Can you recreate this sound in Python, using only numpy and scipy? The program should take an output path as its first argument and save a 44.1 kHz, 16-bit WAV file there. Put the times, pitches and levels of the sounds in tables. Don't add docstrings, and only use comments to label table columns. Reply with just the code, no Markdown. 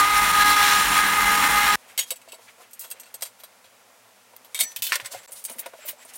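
import sys
import numpy as np
from scipy import signal
from scipy.fft import rfft, irfft
from scipy.io import wavfile
from scipy.ndimage import uniform_filter1d

SR = 44100
rng = np.random.default_rng(int(sys.argv[2]) if len(sys.argv) > 2 else 0)


def inscribe(sig):
    pcm = np.round(np.clip(np.atleast_2d(sig).T, -1, 1) * 32767)
    wavfile.write(sys.argv[1], SR, pcm.astype(np.int16))


def volts_from_decibels(level):
    exponent = np.asarray(level, float) / 20
    return 10 ** exponent


N = 272097
TIME = np.arange(N) / SR
HZ = np.fft.rfftfreq(N, 1 / SR) + 1

# f/Hz, level/dB, t60/s (same columns for the next six)
SEAT_MODES = [(2140, -4, 0.04), (3010, 5, 0.02), (3250, 8.5, 0.13), (3770, 4, 0.061), (4470, -3, 0.047),
              (5630, -6, 0.047), (6660, 1, 0.058), (6790, -1, 0.08), (7970, 0, .06), (8200, 7, 0.022),
              (8530, 1, 0.069), (9750, -3, .06), (10700, 2, 0.044), (11800, 2.5, 0.013)]
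RESEAT_MODES = [(2214, -7, .04), (2690, 0, 0.013), (2930, -9, 0.045), (3250, -11, 0.03), (3820, -3, 0.036),
                (4480, -3, 0.023), (5330, -19, 0.03), (6105, -20, .07), (7860, 6, 0.017), (8220, 0, .04),
                (8600, -5, 0.05), (9600, -5, 0.046), (11120, 0, 0.012)]
KEY_MODES = [(1423, -5, 0.071), (2700, -6.5, 0.041), (3300, -11, .06), (3930, -14, 0.052),
             (4330, -16, 0.056), (4840, -22, 0.055), (6200, -15, .2), (6700, -8, 0.043), (7640, -4, 0.023),
             (8260, 3.5, 0.037), (9500, -4, .028), (11440, 2, 0.021), (13000, 0, 0.0017),
             (15700, -8, .0037)]
SLIP_MODES = [(2137, -20, .03), (3311, -11, .04), (3957, -10, .03), (4720, -14, .05), (5927, -15, .15),
              (6169, -15, .1), (7246, -7, .06), (8199, -1, .05), (9100, -2, .03), (9700, -2, .03),
              (11540, 0, .024), (13100, 2, .003)]
BAR_MODES = [(1810, -30, 0.54), (2226, 5.5, 0.024), (3260, 0, 0.045), (3680, 3.5, 0.021), (4350, -3, 0.12),
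             (5968, -13, 0.26), (6770, -7, .04), (7300, -9, 0.12), (7850, 3, 0.13), (8130, 6, 0.032),
             (8850, 10, 0.0051), (9600, 3, 0.02), (11500, 1, 0.0043)]
DRAG_MODES = [(2620, 1, .02), (3090, 5, 0.013), (3500, -1, 0.074), (3790, -23, 0.033), (4300, -8, 0.059),
              (4920, -17, 0.036), (6900, -11, 0.037), (7730, -7, .03), (8400, -8, .02), (9560, -12, 0.012)]
KNOCK_MODES = [(1040, 11, 0.031), (1440, 10, 0.029), (1817, 8, 0.025), (2110, 3, 0.03), (2650, -8, 0.02),
               (3470, -6, 0.022), (4400, -10, 0.02), (8350, -3, 0.0095)]
# f/Hz, level/dB, t60/s
BRACKET_MODES = [(2200, -5, 0.0031), (2930, -9, 0.044), (3260, -16, 0.034), (3790, -12, .05),
                 (4700, -27, 0.045), (6400, -13, 0.1), (6800, -10, 0.033), (7700, -10, 0.065),
                 (8200, 4, 0.047), (9000, 5, 0.032), (9670, 7, 0.015), (10580, 1.5, 0.015),
                 (11500, -2, 0.022), (14100, 2, .001)]


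def level(x, db):
    return x * volts_from_decibels(db) / np.sqrt(np.mean(x ** 2))


def curves(table):
    s, *columns = np.transpose(table)
    return [np.interp(TIME, s, c) for c in columns]


def noise(shape):
    white = rng.standard_normal(N)
    return level(irfft(rfft(white) * shape(HZ), N), 0)


def colour(table):
    hz, db = np.transpose(table)
    return lambda f: volts_from_decibels(np.interp(np.log(f), np.log(hz), db))


def peak(hz, width):
    return lambda f: 1 / (1 + (2 * (f - hz) / width) ** 2)


def band(low_hz, high_hz):
    return lambda f: 1 / np.sqrt((1 + (low_hz / f) ** 6) * (1 + (f / high_hz) ** 6))


def walk(rate):
    k = int(SR / rate)
    held = np.repeat(rng.standard_normal(N // k + 1), k)
    return 2.08 * uniform_filter1d(uniform_filter1d(held, k), k)[:N]


def resonances(table, flicker_db):
    return sum(volts_from_decibels(db + flicker_db * walk(5.3)) * noise(peak(hz, width)) for hz, width, db in table)


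def room():
    # f/Hz, level/dB per Hz; then its overall level/dB
    air, air_db = [(24, -66), (40, -36), (101, -40), (127, -5), (155, -20), (194, 23), (320, -11),
                   (503, 21.5), (1210, -19), (1370, 23.5), (1680, -3), (12800, -23), (16000, 9)], -64
    # f/Hz, width/Hz, level/dB
    appliance = [(102.5, 7.7, -86), (114.7, 8.8, -80.5), (203, 7.4, -90), (251.5, 29, -75)]
    return level(noise(colour(air)), air_db) + resonances(appliance, 0.82)


def hands():
    # middle t/s, half length/s, level/dB, weight of the rubbed body/dB
    spells = [(1.814, 0.6, -61, -2), (1.912, 0.04, -72, 11), (2.496, 0.029, -63, 7),
              (2.614, 0.055, -65.5, 6.5), (2.993, 0.2, -71, 8.5), (4.655, 0.11, -53.5, -6.5),
              (4.948, 0.085, -42.5, -11), (5.157, 0.13, -52.5, 1), (5.408, 0.046, -56, -23),
              (5.617, 0.15, -58, 0), (5.864, 0.064, -52, -1), (6.012, 0.04, -62, 5.5),
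              (6.17, 0.085, -51.5, -4)]
    # start t/s, length/s, level/dB
    squeaks = [(5.104, 0.13, -53.5), (5.278, .02, -48), (5.804, 0.079, -53), (5.98, .06, -57)]
    rest_db, squeak_edge_s = -61, 0.014
    skin = body = squeak = 0
    for s, half_s, db, weight_db in spells:
        stroke = volts_from_decibels(db) * np.exp(-((TIME - s) / half_s) ** 2)
        skin = skin + stroke
        body = body + stroke * volts_from_decibels(weight_db)
    for s, length_s, db in squeaks:
        inside_s = np.minimum(TIME - s, s + length_s - TIME)
        squeak = squeak + volts_from_decibels(db) * np.clip(inside_s / squeak_edge_s + .5, 0, 1) ** 2

    low = np.hypot(volts_from_decibels(rest_db + 0.6 + .9 * walk(27.12)), body * volts_from_decibels(-3.5 + 2.8 * walk(27)))
    middle = np.hypot(volts_from_decibels(rest_db - 1.5), body * volts_from_decibels(3.1 * walk(44)))
    treble = np.hypot(volts_from_decibels(rest_db + 1.2), skin * volts_from_decibels(3.8 * walk(45)))
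    friction = low * noise(band(505.0, 1110.0))
    friction += middle * noise(band(1870.0, 2270.0))
    friction += treble * noise(band(3000.0, 12100.0))
    return friction + squeak * volts_from_decibels(2.2 * walk(60)) * noise(peak(7600, 450))


def thuds():
    # t/s, peak level/dB, f/Hz
    blows = [(4.628, -46, 244), (5.505, -44, 246), (5.561, -46, 239), (5.882, -47, 304), (1.899, -64, 104),
             (3.648, -65.5, 91.5), (4.599, -71, 147), (4.787, -54, 116), (4.79, -51, 237),
             (5.885, -58, 141), (5.021, -48, 118), (5.152, -51, 114), (2.117, -32, 534), (5.147, -26, 734),
             (5.661, -37, 620), (5.734, -39, 638), (5.788, -38.5, 607), (5.85, -36.5, 598),
             (5.931, -38, 596)]
    out = 0
    for s, peak_db, hz in blows:
        t = np.maximum(TIME - s, 0)
        fade_s = 0.0045 + 2.3 / hz
        swell = np.tanh(t / fade_s * 4.0)
        out = out + volts_from_decibels(peak_db) * swell * np.exp(-t / fade_s) * np.sin(2 * np.pi * hz * t)
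    return out


def rings():
    # t/s, peak level/dB, f/Hz, t60/s
    tails = [(1.99, -33, 3780, .08), (1.992, -31, 3300, .14), (1.979, -33, 5700, .07),
             (2.106, -35, 4460, .05), (2.157, -46, 3300, .06), (2.319, -36, 2648, .04),
             (2.953, -47, 1442, .06), (2.998, -56, 5937, .3), (3.042, -44, 4440, .06),
             (4.645, -49, 1816, .7), (4.61, -30, 4460, .13), (4.63, -33, 5960, .34), (4.89, -36, 1534, .05),
             (4.956, -35, 581, .1), (4.995, -43, 565, .12), (5.02, -52, 560, 1.3), (5.056, -28, 7975, .06),
             (5.119, -39, 1055, .04), (5.145, -34, 554, .09), (5.329, -47, 3388, .05),
             (5.33, -59, 2140, .6), (5.451, -32, 4777, .06), (5.486, -47, 2400, .08),
             (5.658, -47, 5081, .055), (5.659, -37, 1464, .05), (5.734, -42, 1450, .04),
             (5.888, -40, 2750, .05), (6.1, -54, 2000, .25), (4.625, -34, 7800, .2), (4.63, -36, 7300, .13),
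             (2.843, -46, 1300, .05), (3.437, -45, 1300, .05), (2.108, -33, 7800, .09),
             (1.979, -32, 4470, .08), (4.611, -30, 2900, .04)]
    waver_db, waver_rad, waver_per_s = 2, .45, 60
    out = 0
    for s, peak_db, hz, t60 in tails:
        t = np.maximum(TIME - s, 0)
        fade_db = peak_db - 60 * t / t60 + waver_db * walk(waver_per_s)
        tone = np.sin(2 * np.pi * hz * t + waver_rad * walk(waver_per_s))
        out = out + volts_from_decibels(fade_db) * np.tanh(t / 0.0029) * tone
    return out


def ticks():
    # t/s, peak level/dB, f/Hz
    impacts = [(1.9916, -13, 8200), (4.7622, -20, 4200), (4.8225, -12, 6500), (4.8304, -14, 5000),
               (4.8682, -21, 4000), (4.9211, -13, 2400), (4.9218, -6, 2000), (4.924, -13, 1700),
               (4.9585, -13, 4000), (5.0, -18, 2400), (5.0504, -31, 2200), (5.0596, -20, 5000),
               (5.4439, -24, 8700), (5.4512, -18, 8300), (5.5941, -19, 8400), (5.8903, -22, 6000)]
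    out = 0
    for s, peak_db, hz in impacts:
        cycles = (TIME - s) * hz
        out = out + volts_from_decibels(peak_db) * np.exp(-(cycles / .65) ** 2) * np.sin(2 * np.pi * cycles)
    return out


def contacts(events, swell):
    # until t/s, its modes, ring over rattle/dB
    handled = [(2.09, SEAT_MODES, 5), (2.68, RESEAT_MODES, 7), (3.19, KEY_MODES, 4), (3.35, SLIP_MODES, 2),
               (4.5, SLIP_MODES, 1), (4.7, BAR_MODES, 5.5), (4.9, DRAG_MODES, -2), (5.27, KNOCK_MODES, 1),
               (5.56, BRACKET_MODES, 8), (5.8, BRACKET_MODES, 6), (5.95, BRACKET_MODES, 2),
               (6.2, BRACKET_MODES, 8)]
    crispness = [5, 5.5, 3.5, -0.5, 9.5, 4.5, 7.5, 1.5, 2, 10, 15.5, 2]
    # f/Hz, level/dB, t60/s
    hollow = [(534, 7, 0.051), (654, 7, 0.046), (935, 0, 0.04)]
    size = 2 ** 14
    t = np.arange(size) / SR
    f = np.fft.rfftfreq(size, 1 / SR) + 1
    parts = [band(5000., 18000.)(f), band(1600., 4800.)(f), band(430., 1150.)(f)]
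    out = np.zeros(N + size)
    for s, peak_db, middle_db, low_db, length_s in events:
        modes, ring_db, crisp_db = next((*step[1:], db) for step, db in zip(handled, crispness) if s < step[0])
        hz, db, t60 = np.transpose(modes + hollow)[:, :, None]

        grip = rng.standard_normal((2, len(hz), 1))
        shifted_hz = hz * (1 + .001 * grip[0] / np.sqrt(t60))
        pole = np.exp(2j * np.pi * shifted_hz / SR - np.log(1000) / (np.clip(t60, .002, .4) * SR))
        favour = volts_from_decibels(db + 1.6 * grip[1]) * np.sqrt(1 - abs(pole))
        ring = np.sum(favour / (1 - pole * np.exp(-2j * np.pi * f / SR)), axis=0)

        lead_s = 2 * length_s * swell
        side_s = np.where(t < lead_s, 0.69 * length_s, length_s)
        shape = np.minimum(t / 0.00079, 1) * np.exp(-(abs(t - lead_s) / side_s) ** 1.56)
        shape *= 1 + (1 - swell) * np.exp(-t / 0.0013)
        chance = rng.standard_normal((2, size))
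        rattle = rfft(shape * chance[0] * volts_from_decibels(0.31 * chance[1]))
        rattle = rattle * volts_from_decibels(crisp_db / (1 + (11500 / f) ** 12))

        for part, gain_db, extra_db in zip(parts, (-9.0, middle_db, low_db), (0, 1.5, 2.5)):
            ring_rms = np.sqrt(np.mean(abs(part * ring) ** 2) / np.mean(part ** 2))
            body = part * (1 + volts_from_decibels(ring_db + extra_db) * ring / ring_rms)
            sound = irfft(rattle * body, size)
            loudest = np.sqrt(uniform_filter1d(sound ** 2, size=256).max())
            out[int((s - lead_s) * SR):][:size] += volts_from_decibels(peak_db + gain_db) * sound / loudest
    return out[:N]


def handling():
    # t/s, peak level/dB, weight of the body under the tick/dB, length/s
    seating = [(1.977, -13.5, -15.5, 0.019), (1.9901, -11, -14.5, 0.02), (2.1052, -15, -17, 0.017),
               (2.158, -35.5, -19, 0.017), (2.215, -46.5, -7, 0.013), (2.285, -43.5, -7, 0.023),
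               (2.32, -33, -9, 0.011)]
    key_turns = [(2.71, -41, -32, .014), (2.732, -30.5, -34, 0.016), (2.793, -24.5, -51, 0.034),
                 (2.81, -32.5, -19, 0.058), (2.902, -28.5, -32, 0.013), (2.9122, -21, -21, 0.014),
                 (2.998, -28.5, -27, 0.015), (3.0328, -45.5, -5, 0.012), (3.057, -50, -2.5, 0.035),
                 (3.1415, -24, -25, 0.014), (3.2086, -36, -14, 0.016), (3.2218, -17.5, -17, 0.017),
                 (3.2521, -31.5, -12, 0.025), (3.435, -34.5, -11, 0.019), (3.642, -67, 14.5, 0.03),
                 (4.3635, -30, -23, 0.0056), (4.446, -39.5, -14, 0.02)]
    bar_clatter = [(4.5454, -19.5, -11.5, 0.023), (4.576, -31.5, -5, 0.013), (4.59, -18.5, -10, 0.013),
                   (4.717, -36, -16, 0.01), (4.7615, -17, -18, 0.014), (4.821, -13.5, -21.5, 0.049),
                   (4.8435, -23, -19, 0.026), (4.8674, -16.5, -18, 0.013), (4.9209, -21, -2, 0.015),
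                   (4.9284, -28.5, 6, 0.032), (4.955, -12.5, -18, 0.011), (5.001, -37, -1.5, 0.019),
                   (5.047, -34.5, -6, 0.025), (5.06, -23.5, -18.5, 0.012), (5.116, -35, -23, 0.018),
                   (5.232, -44, -12, 0.047)]
    bracket_fit = [(5.308, -40, -34, .025), (5.3193, -27, -29, 0.024), (5.354, -36.5, -18, 0.033),
                   (5.3757, -37.5, -34, 0.059), (5.44, -23, -43, .013), (5.45, -17, -30, 0.014),
                   (5.4967, -28, -14, 0.015), (5.5144, -29.5, -41, .022), (5.5839, -28.5, -15.5, 0.027),
                   (5.592, -19.5, -27, 0.016), (5.66, -36.5, -1.5, 0.011), (6.049, -37, -32, .019),
                   (6.136, -34, -33, .018)]
    # t/s, peak level/dB, weight/dB
    slides = [(1.8844, -46, -14), (2.0295, -29.5, -7.5), (2.343, -38.5, -11), (2.8467, -41, -3),
              (3.404, -41.5, -11), (4.6099, -7, -17.5), (4.6359, -18, -18.5), (4.791, -33, -15),
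              (4.8903, -43, -1), (5.1494, -37.5, -9), (5.395, -36, -26), (5.4873, -41.5, -4),
              (5.5344, -39, -32), (5.5674, -41, -36), (5.864, -26, -35), (5.8886, -19.5, -17),
              (5.9074, -27, -17), (6.158, -29, -31), (4.914, -36, -6)]
    # t/s, peak level/dB
    knuckles = [(1.9785, -46), (2.1169, -42), (2.276, -46.5), (2.331, -42.5), (2.385, -50.5), (2.945, -54),
                (3.1406, -49), (3.222, -43), (3.4351, -49), (3.643, -58), (4.335, -51.5), (4.9551, -40),
                (4.997, -42.5), (5.116, -50), (5.134, -41), (5.283, -51.5), (5.4974, -42), (5.555, -49),
                (5.659, -35.5), (5.723, -55), (5.735, -38.5), (6.0497, -49), (2.845, -53), (3.398, -56),
                (5.59, -50)]
    hollow_db, knock_tick_db = -28, -21
    sharp = [(s, db, weight_db, weight_db + hollow_db, length_s)
             for s, db, weight_db, length_s in seating + key_turns + bar_clatter + bracket_fit]
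    swells = [(s, db, weight_db, weight_db + hollow_db, 0.013) for s, db, weight_db in slides]
    knocks = [(s, db + knock_tick_db, 5, -knock_tick_db, 0.016) for s, db in knuckles]
    return contacts(sharp, 0) + contacts(swells, 0.88) + contacts(knocks, 0)


def blade_turn():
    sag_hz = 6.5 * (1 - np.tanh((TIME - .062) / .008)) / 2
    return 2 * np.pi * np.cumsum(413.9 - sag_hz) / SR


def rim_runout():
    first_dip_s, depth_db, share_of_turn = 0.0923, -3.5, 0.046
    rim = ((TIME - first_dip_s) * 413.9 / 48 + .5) % 1 - .5
    return depth_db * np.exp(-(rim / share_of_turn) ** 2) * (1 + 0.3 * walk(10.9))


def tooth_whine(turn, runout_db, feed_db, orders_db):
    # t/s, level/dB
    grip = [(0.0, -15.5), (0.066, -23), (0.16, -21), (0.29, -26), (0.42, -20), (0.72, -24.5), (0.82, -24),
            (0.87, -37.5), (0.973, -21.5), (1.09, -32), (1.18, -25.5), (1.245, -30), (1.32, -21.5),
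            (1.5, -37), (1.58, -19), (1.635, -36), (1.71, -17), (1.75, -35)]
    # multiple, level/dB
    weak_orders = [(1, -48), (2.2, -45), (2.4, -38.5), (2.8, -40.5), (3.2, -44), (3.8, -43), (4.4, -43),
                   (6.006, -41), (7, -45), (8, -47), (9, -45), (22.18, -45), (10, -50), (3.122, -38),
                   (4.124, -43), (5.124, -46), (5.255, -45), (8.13, -49)]
    third_db = -22 + curves(grip)[0] + 23 + .1 * (feed_db + 26)
    whine = 0
    for k, db in zip((3, 2, 4, 5), (third_db, *orders_db)):
        gain = volts_from_decibels(db + runout_db + .3 * walk(39.9))
        slip = 2 * np.pi * 1.2 * np.cumsum(walk(25.26)) / SR
        whine = whine + gain * np.cos(k * turn + k ** 2 + slip)
    for k, db in weak_orders:
        gain = volts_from_decibels(db + 1.1 * walk(3.7))
        whine = whine + gain * np.cos(k * turn + 7.9 * rng.random() + 0.29 * walk(15.2))
    return np.sqrt(2) * whine


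def chip_cut(turn, runout_db, feed_db, fine_db, rasp_db):
    # f/Hz, level/dB per Hz
    chip_colour = [(18, -64), (30, -36.5), (199, -14.5), (245, -18), (295, -15.5), (345, -24.5), (684, -16),
                   (822, -4), (1100, -5), (1220, -12.5), (1350, -4.5), (1670, -1.5), (4910, -16),
                   (9220, -20), (16000, -20)]
    # f/Hz, width/Hz, level/dB
    blade_modes = [(1228, 66, -33.5), (2865, 180, -46.5), (3400, 310, -44.5), (4070, 440, -41.5),
                   (5510, 290, -44.5), (5970, 170, -60.5), (5990, 140, -47.5), (6710, 220, -46.5),
                   (7440, 140, -44), (9150, 840, -41.5), (10050, 160, -51), (11000, 180, -45.5),
                   (11940, 320, -47)]
    spurt = 1 + .26 * np.cos(turn - .6) + .15 * np.cos(turn / 5)
    chips = level(noise(colour(chip_colour)) * spurt, 1.88)
    sharp = noise(band(8100.0, 16000.0)) * spurt * volts_from_decibels(-16.5)
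    blade = resonances(blade_modes, 1.0) * volts_from_decibels(28.0)
    flutter_db = .35 * walk(45)
    cut = volts_from_decibels(feed_db + runout_db + 2.5 + flutter_db) * (chips + sharp + blade)
    fine = signal.sosfilt(signal.butter(2, 3300, "high", fs=SR, output="sos"), cut)
    cut = cut + (volts_from_decibels(fine_db + 2) - 1) * fine
    rasp = irfft(rfft(cut) * band(2900, 5000)(HZ), N)
    return cut + (volts_from_decibels(rasp_db) - 1) * rasp


def saw():
    # t/s, level/dB, fineness/dB
    feed = [(0.0, -23, 1.5), (0.02, -28, -3), (0.13, -30, -2), (0.17, -25, -1.5), (0.19, -26, -1),
            (0.336, -26.5, -2), (0.52, -27, 1), (0.554, -28, -1), (0.628, -25.5, -0.5), (0.76, -27, 0),
            (0.88, -27, -1.5), (0.984, -25, -1.5), (1.03, -27.5, -3), (1.194, -26.5, -2.5),
            (1.42, -26, -1.5), (1.442, -20.5, -5), (1.46, -24.5, -2), (1.75, -27.5, -2)]
    # t/s, second/dB, fourth/dB, fifth/dB, rasp/dB
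    walls = [(0.0, -34, -37, -30.5, 1.5), (.1, -34, -37, -28.5, 2), (.2, -28.5, -29, -26.5, -0.5),
             (.27, -44, -40, -32.5, -0.5), (.37, -30.5, -35, -39, 0), (.41, -27, -22.5, -31, 2.5),
             (.5, -28.5, -24.5, -26, 3), (.555, -34, -31, -30, 3), (.62, -27.5, -25.5, -32, 4.5),
             (.74, -34.5, -26, -37, 5), (.88, -37.5, -34, -36.5, 1), (1.05, -37, -26, -30.5, 0.5),
             (1.15, -45, -40, -32.5, -3), (1.28, -29.5, -28, -23.5, -1), (1.36, -31.5, -31, -36, -0.5),
             (1.45, -36.5, -41, -30, -2), (1.54, -28.5, -31, -27, -2), (1.75, -31, -30, -29, 3.5)]
    # f/Hz, width/Hz, level/dB
    plate = [(8380, 50, -49), (8560, 50, -51), (9190, 60, -47), (9415, 14, -56), (12900, 130, -50),
             (13500, 200, -49)]
    # f/Hz, width/Hz, level/dB
    motor = [(51.3, 18.5, -43.5), (95.6, 11, -54), (154, 14, -53.5), (199.4, 9, -45.5), (288.5, 110, -47),
             (294.9, 2.2, -45.5), (465.6, 10, -52.5)]
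    turn, runout_db = blade_turn(), rim_runout()
    feed_db, fine_db = curves(feed)
    *orders_db, rasp_db = curves(walls)
    whine = tooth_whine(turn, runout_db, feed_db, orders_db)
    cut = chip_cut(turn, runout_db, feed_db, fine_db, rasp_db)
    return whine + cut + resonances(plate, 1.0) + resonances(motor, 0.61)


def scene():
    saw_end_s, gap_start_s, gap_end_s = 1.7568, 5.2608, 5.2760
    bench = room() + hands() + thuds() + rings() + ticks() + handling()
    outside_gap = (TIME < gap_start_s) | (TIME > gap_end_s)
    mix = saw() * (TIME < saw_end_s) + bench * (TIME >= saw_end_s) * outside_gap
    return np.tile(mix, (2, 1))


def low_pass(x):
    return signal.sosfilt(signal.butter(12, 16830, fs=SR, output="sos"), x)


def record(dry):
    cut = signal.sosfilt(signal.ellip(8, .2, 40, 15900, fs=SR, output="sos"), dry)
    cut = signal.sosfilt(signal.butter(3, 42, "high", fs=SR, output="sos"), cut)
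    return low_pass(cut)


dry = scene()
out = record(dry)
inscribe(out)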